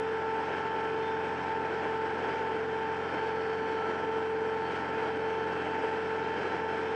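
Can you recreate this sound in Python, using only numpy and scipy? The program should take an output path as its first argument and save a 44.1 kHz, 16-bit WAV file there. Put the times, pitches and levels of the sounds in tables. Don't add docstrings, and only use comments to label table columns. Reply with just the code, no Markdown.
import sys
import numpy as np
from scipy import signal
from scipy.fft import rfft, irfft
from scipy.io import wavfile
from scipy.ndimage import uniform_filter1d, map_coordinates

SR = 44100
rng = np.random.default_rng(int(sys.argv[2]) if len(sys.argv) > 2 else 0)


def invert_db(x):
    u = np.asarray(x, float) / 20
    return 10 ** u


def unload_wav(signal):
    wavfile.write(
        sys.argv[1],
        SR,
        np.round(np.clip(np.atleast_2d(signal).T, -1, 1) * 32767).astype(np.int16),
    )


N = 306495
PISTONS = 10
PISTON_HZ = 444.61


def clock():
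    return np.arange(N) / SR


def unit(x):
    return x / np.sqrt(np.mean(x ** 2) + 1e-20)


def curves(rows):
    s, *cols = np.transpose(rows)
    return [np.interp(clock(), s, c) for c in cols]


def wobble(rate):
    knots = rng.standard_normal(int(N * rate / SR) + 4)
    return map_coordinates(knots, [np.arange(N) * rate / SR], order=1)


def swells(rows):
    return sum(db * np.exp(-((clock() - s) / half) ** 2) for s, half, db in rows)


def rush(spectrum, cycle, patchy_db, repeat_db):
    z = signal.stft(rng.standard_normal(N + 512), nperseg=512)[2]
    field = uniform_filter1d(rng.standard_normal(z.shape), 6, 0)
    field = uniform_filter1d(field, 10, 1)
    white = signal.istft(z * invert_db(patchy_db * unit(field)), nperseg=512)[1][:N]
    pattern = rng.standard_normal(2000)
    repeated = pattern[(cycle % 1 * len(pattern)).astype(int)]
    white = unit(white) + invert_db(repeat_db) * repeated
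    f, db = np.transpose(spectrum)
    hz = np.fft.rfftfreq(N, 1 / SR)
    gain = invert_db(np.interp(np.log(hz + 1), np.log(f), db, right=-120))
    return unit(irfft(rfft(white) * gain, N))


def tone(turns, db, waver_db, drift):
    phase = 2 * np.pi * turns + drift * wobble(7)
    return np.sqrt(2) * invert_db(db + waver_db * wobble(6)) * np.sin(phase)


def frame():
    # start in seconds, peak level in dB.
    frame_knocks = [(1.571, -29), (1.859, -20), (2.172, -31.5), (2.303, -30), (4.781, -35.5),
                    (5.004, -29.5), (5.409, -30), (5.676, -32), (5.836, -25), (6.566, -31), (2.349, -27.5),
                    (4.417, -28), (5.813, -21)]
    panel_rattles = [(0.176, -25), (1.571, -23), (1.863, -26), (2.172, -18.5), (2.304, -22.5),
                     (2.337, -22.5), (2.888, -26), (3.073, -23.5), (3.235, -20.5), (3.595, -26),
                     (3.957, -23), (4.047, -25), (4.09, -27), (4.181, -26), (4.418, -26), (4.45, -24.5),
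                     (4.646, -24.5), (4.781, -24), (4.856, -24.5), (5.005, -23.5), (5.087, -27),
                     (5.26, -28), (5.407, -20.5), (5.53, -25.5), (5.754, -22), (6.253, -25.5), (6.34, -23),
                     (6.566, -23), (6.61, -25.5), (6.789, -27)]
    # mode in Hz, level in dB, time to fall 60 dB in seconds.
    frame_modes = [(330, -7.5, 0.033), (439, 3, 0.047), (916, -1, 0.014), (1500, -19, .025)]
    panel_modes = [(754, -1.5, .03), (940, 3.5, 0.023), (1420, -7.5, 0.014), (1650, -3.5, 0.018)]
    blows = [(s, db, frame_modes) for s, db in frame_knocks]
    blows += [(s, db - 10, panel_modes) for s, db in panel_rattles]
    out = np.zeros(N + SR)
    t = np.arange(SR // 5) / SR
    onset = 1 - np.exp(-t / 0.0027)
    for s, db, modes in blows:
        ring = 0
        for hz, mode_db, t60 in modes:
            level = invert_db(mode_db + rng.normal(0, 2.5) - 60 * t / t60)
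            ring = ring + level * np.sin(2 * np.pi * hz * t)
        out[round(s * SR):][:len(t)] += invert_db(db) * ring * onset
    return out[:N]


def casing(cycle):
    # frequency in Hz, density in dB per Hz.
    roar_colour = [(25, -59), (55, -39), (100, -20.5), (140, -10.5), (190, -14), (240, -8), (300, -4),
                   (400, -2), (480, -0.5), (560, -8.5), (720, -8), (900, -1), (1020, -10.5), (1150, -15),
                   (1300, -15.5), (1600, -20.5)]
    clatter_colour = [(1100, -29.5), (1300, -4), (1550, 2), (1780, -3.5), (1880, -6), (2400, -8.5),
                      (2800, -13), (3150, -11.5), (3450, -20.5), (3800, -45)]
    hiss_colour = [(2800, -11.5), (3400, -2), (3800, -2), (5300, -3), (5800, -8), (7200, -15),
                   (8500, -13.5), (9200, -31.5), (9800, -30), (11100, -36.5), (12000, -45.5)]
    # middle in seconds, gain in dB.
    valve_gulps = [(.13, 0), (.45, 0.5), (.65, 1), (1.04, 0.5), (1.45, .5), (1.52, 1), (1.85, 3), (2.26, 3),
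                   (2.37, 1.5), (2.83, -0.5), (3.0, -1), (3.15, 2.5), (.55, 1.1), (1.18, 0.5), (2.12, 1.1),
                   (2.55, 0.5), (3.65, -0.2), (3.8, 0.3), (4.9, -0.5), (5.75, 1), (6.28, 1), (3.33, 1),
                   (3.9, 0.5), (4.3, -0.5), (4.5, 0), (4.75, 0.5), (5.04, 3), (5.2, -0.5), (5.68, 1.4),
                   (5.84, 2.5), (6.05, -1), (6.15, 1.5), (6.4, 2), (6.55, 2), (6.75, 0.5), (6.94, 2)]
    gulp_s = 0.057
    gulp_db = swells([(s, gulp_s, db) for s, db in valve_gulps])
    late_db = 0.9 * (clock() * SR / N) ** 4
    one_cylinder = np.cos(2 * np.pi * cycle + 1.03)
    firing = np.cos(2 * np.pi * 4 * cycle) + 2.0 * one_cylinder
    stroke = np.cos(2 * np.pi * 2 * PISTONS * cycle)
    gust = 0.47 * wobble(13) + 0.69 * wobble(24)

    roar_db = -39.5 + gulp_db + 0.64 * firing + 1.0 * gust
    clatter_db = -43 + gulp_db + 0.44 * firing + 0.98 * gust
    hiss_db = -61 + 0.76 * gulp_db + late_db + 0.3 * firing + 0.8 * stroke + 0.9 * gust
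    roar = invert_db(roar_db) * rush(roar_colour, cycle, patchy_db=1.5, repeat_db=-19.0)
    clatter = invert_db(clatter_db) * rush(clatter_colour, cycle, patchy_db=0.5, repeat_db=-11.5)
    hiss = invert_db(hiss_db) * rush(hiss_colour, cycle, patchy_db=1.5, repeat_db=-8.0)
    return roar + clatter + hiss


def engine(cycle):
    # multiple of the four-stroke cycle, level in dB.
    exhaust_tones = [(3, -73.8), (4, -54.6), (5, -73.3), (6, -57.4), (7, -65.8), (8, -53.8), (9, -59.8),
                     (10, -58.2), (11, -62.8), (12, -58.6), (13, -54.7), (14, -55.9), (15, -61), (17, -61),
                     (18, -50.5), (19, -53.9), (22, -53.6), (23, -60.1), (25, -61.9), (26, -59.0),
                     (29, -60.4), (31, -63.0), (32, -61.6), (33, -57.3), (34, -61.8)]
    high_tones = [(21, -60), (27, -67), (28, -66), (35, -62), (46, -66), (51, -69), (61, -65), (65, -64),
                  (71, -62), (81, -66), (36, -47.4), (37, -56.8), (38, -63), (39, -55.0), (42, -61),
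                  (44, -63), (43, -56.2), (45, -56.3), (47, -60.3), (48, -57.7), (49, -58.9), (50, -66.4),
                  (53, -60.6), (56, -64.2), (58, -61.5), (62, -60), (64, -58.5), (66, -63), (68, -61),
                  (73, -64), (76, -64), (70, -54.5), (72, -56), (74, -58), (78, -56.5), (79, -56.3),
                  (82, -62.1),
                  (98, -66.1), (102, -69.1), (104, -67.4), (105, -69.0), (112, -64.6), (116, -68.6),
                  (124, -68.5), (158, -77.9), (162, -81.2), (164, -82.0), (176, -81.7), (184, -81.4)]
    climb_db = 0.5 - 1.5 * np.exp(-clock() / 1.3)
    hum_db = climb_db + 0.46 * wobble(3.3)
    out = np.zeros(N)
    for k, db in exhaust_tones:
        out += tone(k * cycle + rng.random(), db + hum_db, waver_db=0.056 * k, drift=0.02 * k)
    for k, db in high_tones:
        out += tone(k * cycle + rng.random(), db - 0.4, waver_db=1.0, drift=0.25)
    return out


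def whistles(stroke):
    # multiple of the piston rate, level in dB.
    pipe_tones = [(3, -48.5), (7, -63), (8, -74.5), (10, -76.5), (12, -74), (13, -82), (9, -81.5),
                  (11, -79.5), (6, -63.5), (14, -87)]
    # pipe index, middle in seconds, half
    # length in seconds, gain in dB.
    pipe_swells = [(0, 0.66, .3, 2), (0, 3.4, 0.099, 4.5), (0, 3.85, 0.16, 7), (0, 4.8, .1, -3),
                   (0, 4.75, .2, 2.5), (0, 4.9, 0.11, 3.5), (0, 3.7, .07, -9), (0, 7.1, 0.087, -9.5),
                   (0, 6.8, .3, -1.5), (1, .25, .25, -4), (1, .7, .12, 5.5), (1, 1.9, .3, -10),
                   (1, 2.75, .13, 2.5), (1, 3.17, 0.13, 7), (1, 3.75, .3, 4.5), (1, 4.7, 0.15, 6),
                   (1, 5.45, .3, 6), (1, 6.5, .4, 3), (1, 7.6, .15, 5), (8, 1.4, .25, -3),
                   (8, 3.6, .25, -8), (8, 3.3, .3, -1), (8, 5.75, 0.42, 8.5), (8, 2.25, .15, 1),
                   (8, 8.7, .15, 7), (2, .03, .12, 10), (2, 1.07, .08, 16), (2, 1.3, .14, 8.5),
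                   (2, 2.7, .35, 6.5), (2, 3.1, .1, 6.5), (2, 6.3, .25, 3.5), (2, 6.9, .13, 9.5),
                   (3, 3.6, .4, 10), (3, 4.6, .2, 9), (3, 5.6, .7, 4.5), (3, 6.75, .15, -10),
                   (4, 1.9, .6, 0.5), (4, 3.9, .8, -9.5), (4, 6.75, .4, 5), (5, 2.4, .17, -9),
                   (5, 2.95, .25, 8.5), (5, 3.9, .35, 8), (5, 5.2, .35, -4.5), (5, 5.9, .15, 8),
                   (5, 6.8, .35, 4), (6, .47, .07, 8.5), (6, 5.08, .08, 11), (6, 6.35, .5, 8.5),
                   (7, 5.75, .15, 8), (7, 1.2, .4, 2),
                   (6, .1, .12, 6), (6, 1.1, .05, 6), (6, 1.53, .08, 9), (6, 1.95, .13, 5),
                   (6, 2.2, .07, 7), (6, 6.5, .08, 11), (6, 6.85, .2, 4.5), (7, .18, .1, 7),
                   (7, .55, .12, -4.5), (7, 3.4, .4, -4), (7, 4.92, .09, 9), (7, 5.83, 0.076, 4.5),
                   (7, 6.7, .1, 3.5), (9, 1.42, .17, 9.5), (9, 1.9, .15, 6), (9, 2.5, .35, -5),
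                   (9, 3.95, .2, 4.5), (9, 5.35, .15, 10), (9, 5.9, .4, 5.5), (9, 6.8, .35, 9),
                   (3, 1.1, .15, -3), (3, 3.9, .08, -4.5), (3, 2.8, .1, -6), (3, 3.25, .2, 4.5),
                   (0, 4.3, .1, -0.5), (4, 7.1, .3, 3)]
    level = [db + np.zeros(N) for _, db in pipe_tones]
    for pipe, s, half, gain_db in pipe_swells:
        level[round(pipe)] += swells([(s, half, gain_db)])
    return [(round(k) * stroke, db) for (k, _), db in zip(pipe_tones, level)]


def pump(cycle):
    # multiple of the pump's or the motor's stroke rate, level in dB.
    pump_tones = [(4, -61), (5, -64), (15, -90), (16, -94), (17, -90), (18, -94), (19, -93)]
    motor_tones = [(3, -63), (7, -76)]
    # time in seconds, pressure over its mean in dB.
    oil_pressure = [(0, 1.5), (.55, 0.8), (1.0, 1.5), (1.45, 1.5), (1.9, -1), (2.3, 3), (2.7, -2.5),
                    (3.15, -4.5), (3.6, -2), (4.0, 4), (4.4, 3), (4.85, 5.5), (5.3, -1), (5.7, 0),
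                    (6.1, -4), (6.5, -5.5), (6.95, -2)]
    # level in dB at mean pressure, dB per dB of pressure, dB gained as the lift settles.
    body_tones = [
        (-45, 0.74, 0.5),
        (-38.5, 0.26, 1.5),
        (-40, 0, -2.5),
        (-46, 0, -0.5),
    ]
    # middle in seconds, half length in seconds, gain in dB.
    motor_eases = [
        (1.35, 0.6, 0.5),
        (2.5, .3, 1),
        (4.3, .55, -10.5),
        (3.5, .1, 0.5),
        (6.7, .12, -4),
        (6.45, .12, -2),
        (6.9, .12, -3.5),
        (0.49, .12, 2.5),
        (5.2, .12, -2.5),
    ]
    slip_hz, slip_start = 1.18, -0.2
    settle_s, settle_span_s = 2.67, 0.5

    stroke = 2 * PISTONS * cycle
    motor = stroke - slip_start - slip_hz * clock()
    pressure_db, = curves(oil_pressure)
    settled = 1 / (1 + np.exp((settle_s - clock()) / settle_span_s * 2))
    levels = [db + law * pressure_db + late_db * settled for db, law, late_db in body_tones]
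    levels[-1] = levels[-1] + swells(motor_eases)
    turns = stroke, motor, 2 * stroke - 0.47, 2 * motor - 0.15
    body = sum(tone(u, db, waver_db=0.5, drift=0.11) for u, db in zip(turns, levels))

    upper = [(k * stroke, db) for k, db in pump_tones]
    upper += [(k * motor, db) for k, db in motor_tones]
    upper += whistles(stroke)
    whine = sum(tone(u + rng.random(), db - 0.2, waver_db=1.5, drift=0.28) for u, db in upper)
    uneven = 1 + 0.18 * np.cos(2 * np.pi * 2 * cycle) + 0.049 * np.cos(2 * np.pi * 4 * cycle)
    return body + uneven * whine


def scene():
    # time in seconds, strokes the shaft is ahead of steady running.
    shaft_lead = [(0.0, -0.098), (0.463, -0.078), (0.927, -0.039), (1.39, 0.045), (1.853, 0.087),
                  (2.317, 0.036), (2.78, -0.036), (3.243, -0.015), (3.707, 0.101), (4.17, 0.066),
                  (4.633, 0.015), (5.097, 0.003), (5.56, 0.058), (6.023, -0.002), (6.487, -0.073),
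                  (6.95, -0.07)]
    inertia_s = 0.3
    lead = uniform_filter1d(curves(shaft_lead)[0], round(inertia_s * SR))
    cycle = (PISTON_HZ * clock() + lead) / (2 * PISTONS)
    air = invert_db(0.45 * wobble(19) + 0.53 * wobble(8.7))
    mix = frame() + engine(cycle) + air * (casing(cycle) + pump(cycle))
    return mix[None]


def low_pass(x):
    return signal.sosfilt(signal.butter(12, 11970, fs=SR, output="sos"), x)


def record(dry):
    window_s = 0.09
    power = np.abs(uniform_filter1d(dry ** 2, round(window_s * SR), axis=1))
    gain = (power / np.mean(power) + 1e-3) ** -0.22
    return low_pass(dry * gain)


dry = scene()
out = record(dry)
unload_wav(out)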